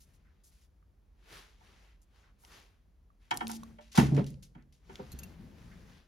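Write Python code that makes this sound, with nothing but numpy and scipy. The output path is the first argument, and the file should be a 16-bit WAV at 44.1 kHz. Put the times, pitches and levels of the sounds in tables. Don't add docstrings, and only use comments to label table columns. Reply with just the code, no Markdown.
import sys
import numpy as np
from scipy import signal
from scipy.fft import rfft, irfft
from scipy.io import wavfile
from scipy.ndimage import uniform_filter1d, map_coordinates

SR = 44100
rng = np.random.default_rng(int(sys.argv[2]) if len(sys.argv) > 2 else 0)


def store_pcm(level_fs):
    pcm = np.round(np.clip(level_fs, -1, 1) * 32767).astype(np.int16)
    wavfile.write(sys.argv[1], SR, np.atleast_2d(pcm).T)


N = 268090
T = np.arange(SR * 3 // 4) / SR

# f/Hz, correlation
NEAR = [(60, 0.96), (200, 0.9), (700, 0.3), (2000, 0.5), (5500, 0.73), (9000, 1), (15000, 0.2)]
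# f/Hz, correlation
SPREAD = [(60, 0.99), (170, 0.94), (280, 0.65), (500, 0.73), (1000, -0.37), (2200, -0.01), (5000, 0.61),
          (9000, 0.86)]
# t/s at full speed, hold/s, hiss level/dB, rumble level/dB
STROKES = [(0.08, 0.34, -78.5, -72.5), (1.327, 0.047, -52.5, -69.5), (1.639, 0.21, -66, -73),
           (2.164, 0.056, -69, -87), (2.525, 0.053, -57.5, -71), (3.601, 0.092, -67.5, -56),
           (4.924, 0.33, -60.5, -56), (5.231, 0.097, -66, -51.5), (5.41, 0.5, -67.5, -54.5),
           (5.59, 0.24, -65, -61), (5.895, 0.087, -64, -87)]


def amp(db):
    return 10 ** (np.asarray(db) / 20)


def unit(x):
    return x / np.sqrt(np.mean(x ** 2) + 1e-30)


def unit_attack(x):
    return x / np.sqrt(np.mean(x[:, :900] ** 2) + 1e-30)


def read(points, hz):
    f, value = np.transpose(points)
    return np.interp(np.log(hz + 1), np.log(f + 1), value)


def add(mix, s, sound):
    part = mix[:, max(round(s * SR), 0):][:, :sound.shape[1]]
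    part += sound[:, :part.shape[1]]


def sides(left_over_right_db):
    return amp(np.array([[.5], [-.5]]) * left_over_right_db)


def shaped(x, gain):
    n = x.shape[-1]
    return irfft(rfft(x) * gain(np.fft.rfftfreq(n, 1 / SR)), n)


def hump(centre_hz, octaves, top_hz=12500):
    def gain(f):
        distance = np.log2((f + 1) / centre_hz) / octaves
        return 1 / (1 + distance ** 2 / 2) ** 2 / np.sqrt(1 + (f / top_hz) ** 8)
    return gain


def noise(n, likeness, gain, grain_db=0):
    sizes = amp(grain_db * np.repeat(rng.standard_normal(n // 32 + 1), 32)[:n])
    common, apart = rng.standard_normal((2, n)) * sizes
    mid = shaped(common, lambda f: gain(f) * np.sqrt(1 + np.clip(read(likeness, f), -.99, .99)))
    side = shaped(apart, lambda f: gain(f) * np.sqrt(1 - np.clip(read(likeness, f), -.99, .99)))
    return unit(np.array([mid + side, mid - side]))


def dying(x, decay):
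    hz, t, spectrum = signal.stft(x, SR, nperseg=256)
    fall = np.exp(-np.log(1000) * t / read(decay, hz)[:, None])
    return signal.istft(spectrum * fall, SR, nperseg=256)[1][:, :x.shape[1]]


def ring(modes, likeness, peak_s=0):
    out = np.zeros((2, len(T)))
    for k, (hz, db, t60) in enumerate(modes):
        gap = (-1) ** k * np.arccos(read(likeness, hz)) * np.array([[.5], [-.5]])
        out += amp(db) * np.exp(-np.log(1000) * T / t60) * np.sin(2 * np.pi * hz * (T - peak_s) + gap)
    return unit_attack(out)


def room_tone():
    # f/Hz, level/dB
    colour = [(20, -19), (32, -10), (45, 3.5), (70, -7), (110, -18), (600, -34), (2000, -43.5),
              (16000, -55)]
    return noise(N, NEAR, lambda f: amp(read(colour, f)))


def room_tail(x, build_s=0.016, damping_hz=3500):
    decay = [(150, 0.42), (1000, 0.28), (4000, 0.51), (14000, 1)]  # f/Hz, t60/s
    tail = dying(noise(len(T), SPREAD, np.ones_like), decay) * np.minimum(T / build_s, 1) ** 2
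    tail = signal.lfilter(*signal.butter(1, damping_hz, fs=SR), tail / np.linalg.norm(tail[0]))
    return signal.fftconvolve(x, tail, axes=1)[:, :N]


def near_echoes(x):
    # delay/s, gain
    echoes = [(.0017, -0.13), (.0029, 0.11), (.0046, .24)]
    out = x.copy()
    for delay, gain in echoes:
        add(out, delay, gain * x)
    return out / np.sqrt(1 + sum(gain ** 2 for _, gain in echoes))


def patchy(x, depth_db, patch_s=0.054, patch_octaves=0.4624):
    hz, t, spectrum = signal.stft(x, SR, nperseg=512)
    grid = np.meshgrid(np.log2(1 + hz / 200) / patch_octaves, t / patch_s, indexing="ij")
    patches = map_coordinates(rng.standard_normal((80, 640)), grid, order=1)
    return unit(signal.istft(spectrum * amp(depth_db * patches), SR, nperseg=512)[1][:, :x.shape[1]])


def stroke_db(peaks_db, rise_db_per_s=180, slacken_db_per_s=9, run_out_db_per_s=110.5):
    t, power = np.arange(0, N / SR, .002), 1e-14
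    for (s, hold, _, _), db in zip(STROKES, peaks_db):
        drop = (rise_db_per_s * np.maximum(s - t, 0)
                + slacken_db_per_s * np.clip(t - s, 0, hold)
                + run_out_db_per_s * np.maximum(t - s - hold, 0))
        power += amp(db - drop) ** 2
    return np.interp(np.arange(N) / SR, t, 10 * np.log10(power))


def hand_drag(resting_db=-80, firm_db=-55):
    # f/Hz, level/dB
    colour = [(30, -15), (65, -1), (115, -1.5), (190, 1), (300, -10.5), (1000, -26.5), (3000, -44)]
    db = np.maximum(stroke_db([rumble_db for _, _, _, rumble_db in STROKES]), resting_db)
    rumble = amp(db) * patchy(noise(N, NEAR, lambda f: amp(read(colour, f))), depth_db=2.0)
    sway_db = -59 + 0.52 * (db - firm_db)
    sway = amp(sway_db) * noise(N, NEAR, hump(centre_hz=52, octaves=0.78))
    return (rumble + sway) * sides(4.0)


def hand_slide(split_hz=5500, treble_per_db=0.25, plain_db=-62):
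    # f/Hz, level/dB
    colour = [(100, -1), (250, -8.5), (400, 1), (600, -4), (860, -2), (1800, -2.5), (3000, -4),
              (4500, -6.5), (6500, -10.5), (12500, -20), (16000, -27.5)]
    db = stroke_db([hiss_db for _, _, hiss_db, _ in STROKES])
    hiss = patchy(noise(N, NEAR, lambda f: amp(read(colour, f)), grain_db=1.5), depth_db=1.5)
    treble = shaped(hiss, lambda f: 1 - 1 / (1 + (f / split_hz) ** 4))
    hiss += treble * (amp(treble_per_db * (db - plain_db)) - 1)
    return amp(db) * hiss * sides(0.81)


def fibres(db, hz, octaves, grain_db, clump_per_db=-0.04, smooth_db=-72):
    catching = unit(uniform_filter1d(rng.standard_normal(len(T)), size=110))
    clumps = unit(amp(clump_per_db * max(db - smooth_db, 0) * catching))
    return amp(db) * clumps * noise(len(T), NEAR, hump(hz, octaves), grain_db)


def collar_rubs(peak_share=0.17):
    # t/s, level/dB, length/s, centre f/Hz, width/octaves
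    rubs = [(0.0, -63.5, 0.062, 7300, 1.3), (0.05, -76.5, 0.13, 6400, 2.3),
            (0.132, -72.5, 0.053, 8500, 1.7), (0.241, -76, 0.11, 1630, 0.55),
            (0.433, -63, 0.083, 7800, 1.02), (0.499, -72, 0.19, 4380, 2), (0.606, -72.5, 0.073, 4840, 1.7),
            (1.495, -90, .13, 2580, 1.4), (1.647, -71.5, 0.21, 3050, .7), (1.861, -70.5, 0.12, 1960, 1.1),
            (2.014, -71.5, 0.038, 7640, 0.82), (2.226, -71, .11, 1370, 0.99), (2.381, -69, 0.31, 8800, 1.4),
            (3.194, -73, 0.26, 1800, 1.6), (4.57, -70, .08, 1700, 0.56), (5.711, -63.5, 0.048, 1750, 0.51)]
    out = np.zeros((2, N))
    for s, db, length, hz, octaves in rubs:
        arch = np.sin(np.interp(T / length, [0, peak_share, 1], [0, np.pi / 2, np.pi]))
        add(out, s, arch * fibres(db, hz, octaves, grain_db=2.5))
    return out


def table_notes(puff_db=-5, rise_share=0.048):
    # t/s, level/dB, f/Hz, t60/s
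    notes = [(0.826, -71.5, 1210, 0.022), (3.102, -68.5, 1160, 0.028), (3.412, -35, 226, 0.76),
             (3.413, -46, 336, 0.1), (3.632, -49.5, 1096, 0.025), (3.785, -53, 598, 0.17),
             (4.176, -29, 443, 0.04), (4.19, -37, 557, 0.054), (4.894, -50.5, 388, 0.12),
             (4.991, -43, 395, 0.1), (4.992, -45, 512, 0.13), (5.135, -40.5, 64, 0.11)]
    out = np.zeros((2, N))
    for s, db, hz, t60 in notes:
        puff = noise(len(T), SPREAD, hump(hz, octaves=0.76)) * np.exp(-2 * np.log(1000) * T / t60)
        note = ring([(hz, 0, t60)], SPREAD) + amp(puff_db) * unit_attack(puff)
        swell = 1 - np.exp(-T / (rise_share * t60))
        add(out, s, amp(db) * note * swell)
    return out


def judder(jitter=0.095, overtone_db=-10, rattle_db=-17, edge_s=0.0045):
    # t/s, slip rate f/Hz, level/dB
    pull = [(4.108, 155.4, -39), (4.123, 142.7, -29), (4.169, 128.6, -28), (4.198, 166.7, -24.5),
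            (4.216, 203, -33.5), (4.245, 233, -42)]
    s, hz, db = np.transpose(pull)
    t, out = s[0] + T, np.zeros((2, N))
    wobble = jitter * unit(uniform_filter1d(rng.standard_normal(len(T)), size=300))
    phase = 2 * np.pi * np.cumsum(np.interp(t, s, hz) * (1 + wobble)) / SR
    level = amp(np.interp(t, s, db)) * np.clip(np.minimum(T, s[-1] - t) / edge_s, 0, 1)
    groan = unit(np.sin(phase) + amp(overtone_db) * np.sin(2 * phase))
    rattle = unit(noise(len(T), SPREAD, hump(centre_hz=410, octaves=0.81)) * (1 + np.cos(phase)) ** 2)
    add(out, s[0], level * (groan + amp(rattle_db) * rattle))
    return out


def scissor_scrapes(rise_s=0.0045):
    # t/s, level/dB, hold/s, fade/s, centre f/Hz
    scrapes = [(3.335, -56.5, .004, 0.094, 6200), (3.486, -50, 0.047, 0.0094, 4560),
               (3.53, -50.5, 0.038, 0.007, 6060), (3.807, -63.5, 0.0032, 0.1, 3000),
               (3.915, -55, 0.04, 0.035, 4110), (3.946, -45.5, 0.038, .012, 750),
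               (3.95, -37.5, 0.015, 0.03, 3940), (3.973, -33.5, 0.0056, 0.035, 4900),
               (3.981, -35, 0.016, 0.042, 1800), (4.143, -50.5, 0.0033, 0.015, 3280),
               (4.163, -46.5, 0.005, 0.039, 1890), (4.263, -54.5, 0.0042, 0.033, 4570),
               (4.424, -51.5, 0.0018, 0.021, 5350), (4.722, -67.5, 0.0026, 0.041, 4490)]
    out = np.zeros((2, N))
    for s, db, hold, fade, hz in scrapes:
        skid = np.minimum(T / rise_s, 1) * np.exp(-np.maximum(T - hold, 0) / fade)
        add(out, s, skid * fibres(db, hz, octaves=1.19, grain_db=2.0))
    return out


def crack(hz, fade_s, rise_s=0.001):
    return noise(len(T), NEAR, hump(hz, octaves=1.0)) * np.exp(-T / fade_s) * np.minimum(T / rise_s, 1)


def dry_ticks():
    # t/s, level/dB, centre f/Hz
    ticks = [(2.449, -40, 3870), (3.342, -37, 7000), (3.365, -41, 10000), (3.3726, -20.5, 7850),
             (3.470, -27, 4430), (3.4796, -28, 8560), (3.5, -32, 8500), (3.5153, -24.5, 8200),
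             (3.546, -43, 6520), (3.569, -48, 6900), (3.634, -39.5, 5460), (3.881, -53.5, 3800),
             (3.9753, -16.5, 5300), (3.999, -20, 2500), (4.068, -34, 4800), (4.149, -46, 4400),
             (4.166, -36, 3260), (4.243, -39, 3880), (4.265, -39, 5130), (4.304, -42.5, 8140),
             (4.342, -48.5, 2843), (4.552, -67, 6000), (4.624, -60, 3990), (4.7249, -57, 4200),
             (4.956, -33.5, 3100)]
    out = np.zeros((2, N))
    for s, db, hz in ticks:
        add(out, s, amp(db) * crack(hz, fade_s=0.0011))
    return out


def blade_clinks(favour_db=9.5):
    # t/s, level/dB, ring against crack/dB, favoured f/Hz
    clinks = [(5.118, -45, -14, 4260), (5.127, -48, -11, 4200), (5.189, -41, -12, 6550),
              (5.193, -48, -13, 13640), (5.233, -45, -8, 2697), (5.236, -47, -7.5, 11780)]
    # f/Hz, level/dB, t60/s
    modes = [(2706, -8, 0.088), (4160, 0, 0.031), (4510, -6, 0.039), (6530, -4.5, 0.046),
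             (10250, -10, 0.041), (11780, 3, 0.052), (13640, -4, .045)]
    out = np.zeros((2, N))
    for s, db, ring_db, favoured_hz in clinks:
        favour = hump(favoured_hz, octaves=0.079)
        steel = ring([(hz, level + favour_db * favour(hz), t60) for hz, level, t60 in modes], NEAR)
        add(out, s, amp(db) * (crack(hz=9050, fade_s=0.0038) + amp(ring_db) * steel))
    return out


def blows(hits, modes, colour, decay, rise_s, dense_db, peak_s=0, alike=0.55):
    def crowd():
        return unit_attack(dying(noise(len(T), SPREAD, lambda f: amp(read(colour, f))), decay))
    out = np.zeros((2, N))
    clear, shared = ring(modes, SPREAD, peak_s), crowd()
    push = np.sin(np.pi / 2 * np.minimum(T / rise_s, 1)) ** 2
    for s, db, cutoff_hz in hits:
        dense = alike * shared + np.sqrt(1 - alike ** 2) * crowd()
        blow = (clear + amp(dense_db) * dense) * push
        softened = signal.lfilter(*signal.butter(2, cutoff_hz, fs=SR), blow)
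        add(out, s, amp(db) * unit_attack(softened))
    return out


def table_thumps(rise_s=0.01214):
    # t/s, level/dB, cutoff f/Hz
    hits = [(3.9755, -15.5, 420), (4.019, -28, 400), (4.114, -30, 400), (4.174, -31, 900),
            (4.293, -50, 331.4), (4.551, -51.5, 450), (4.895, -58, 472), (4.993, -46.5, 400),
            (5.130, -49, 314)]
    # f/Hz, level/dB, t60/s
    modes = [(67.3, -18, 0.58), (137.74, -5, 0.48), (178, -4.5, 0.08), (197, 5.5, 0.064), (238.3, -2, 0.21),
             (303, -17, 0.36), (372, -16.5, .15)]
    # f/Hz, level/dB
    colour = [(50, -20.5), (95, -21), (135, -8), (220, -0.5), (500, -11), (750, -10.5), (1100, -21.5),
              (3000, -29.5)]
    # f/Hz, t60/s
    decay = [(80, 0.91), (220, 0.27), (600, 0.12), (3000, 0.21)]
    return blows(hits, modes, colour, decay, rise_s, dense_db=-2.5, peak_s=rise_s)


def table_knocks(lag_at_1khz_s=0.0045):
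    # t/s, level/dB, cutoff f/Hz
    hits = [(1.601, -67, 1330), (2.428, -64, 1290), (3.3045, -28.5, 5640), (3.4015, -34.5, 2600),
            (3.487, -42.5, 1430), (3.780, -55.5, 3180), (3.970, -24.5, 1700), (3.991, -31, 1127),
            (4.169, -42.5, 2020), (4.544, -60.5, 3000), (4.890, -54.5, 2830), (4.989, -51.5, 900)]
    # f/Hz, level/dB, t60/s
    modes = [(736.7, -4.5, 0.16), (826, -4.5, 0.11), (905, 5.5, 0.066), (969.7, -2, 0.11), (1360, -4, .09),
             (1484, -8, 0.093), (1710, -11.5, .075), (1804, -3.5, 0.1), (2240, -4.5, 0.094),
             (2940, -9, 0.12), (3210, -2.5, 0.1), (4100, -8, .035), (4854, -6, 0.032)]
    # f/Hz, level/dB
    colour = [(100, -21.5), (340, -16.5), (560, -34), (860, -4), (1170, -12), (1900, -9), (3100, -14),
              (4300, -14.5), (7000, -12.5), (15000, -15.5)]
    # f/Hz, t60/s
    decay = [(200, 0.8), (900, 0.19), (2500, 0.091), (8000, 0.053)]
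    knocks = blows(hits, modes, colour, decay, rise_s=0.0071, dense_db=-2.0)
    dispersed = shaped(knocks, lambda f: np.exp(-4j * np.pi * lag_at_1khz_s * np.sqrt(1000 * f)))
    return dispersed * sides(-1.2)


def scene(air_db=-63, tail_db=-11.5):
    knocks = table_knocks() + table_thumps()
    hand = hand_slide() + hand_drag()
    close = near_echoes(collar_rubs() + scissor_scrapes() + dry_ticks() + blade_clinks())
    handling = knocks + hand + close + judder() + table_notes()
    return amp(air_db) * room_tone() + handling + amp(tail_db) * room_tail(handling)


def record(dry, low_cut_hz=34, band_limit_hz=16100):
    # f/Hz, level/dB
    balance = [(250, 0.6), (600, 1), (1900, 0.96), (4000, -4), (8000, -0.5)]
    # f/Hz, phase/rad
    phase = [(0, 0), (5800, 0), (7000, 1.5), (8200, 3.14), (9700, 4.8), (11500, 6.28), (15000, 9.42),
             (16500, 10.2)]
    right = shaped(dry[1], lambda f: amp(read(balance, f)) * np.exp(1j * np.interp(f, *np.transpose(phase))))
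    low_cut = signal.butter(3, low_cut_hz, "high", fs=SR, output="sos")
    pair = signal.sosfilt(low_cut, np.array([dry[0], right]))
    band_limit = signal.firwin(511, band_limit_hz, window=("kaiser", 9), fs=SR)
    return signal.oaconvolve(pair, band_limit[None], "same", axes=1)


dry = scene()
out = record(dry)
store_pcm(out)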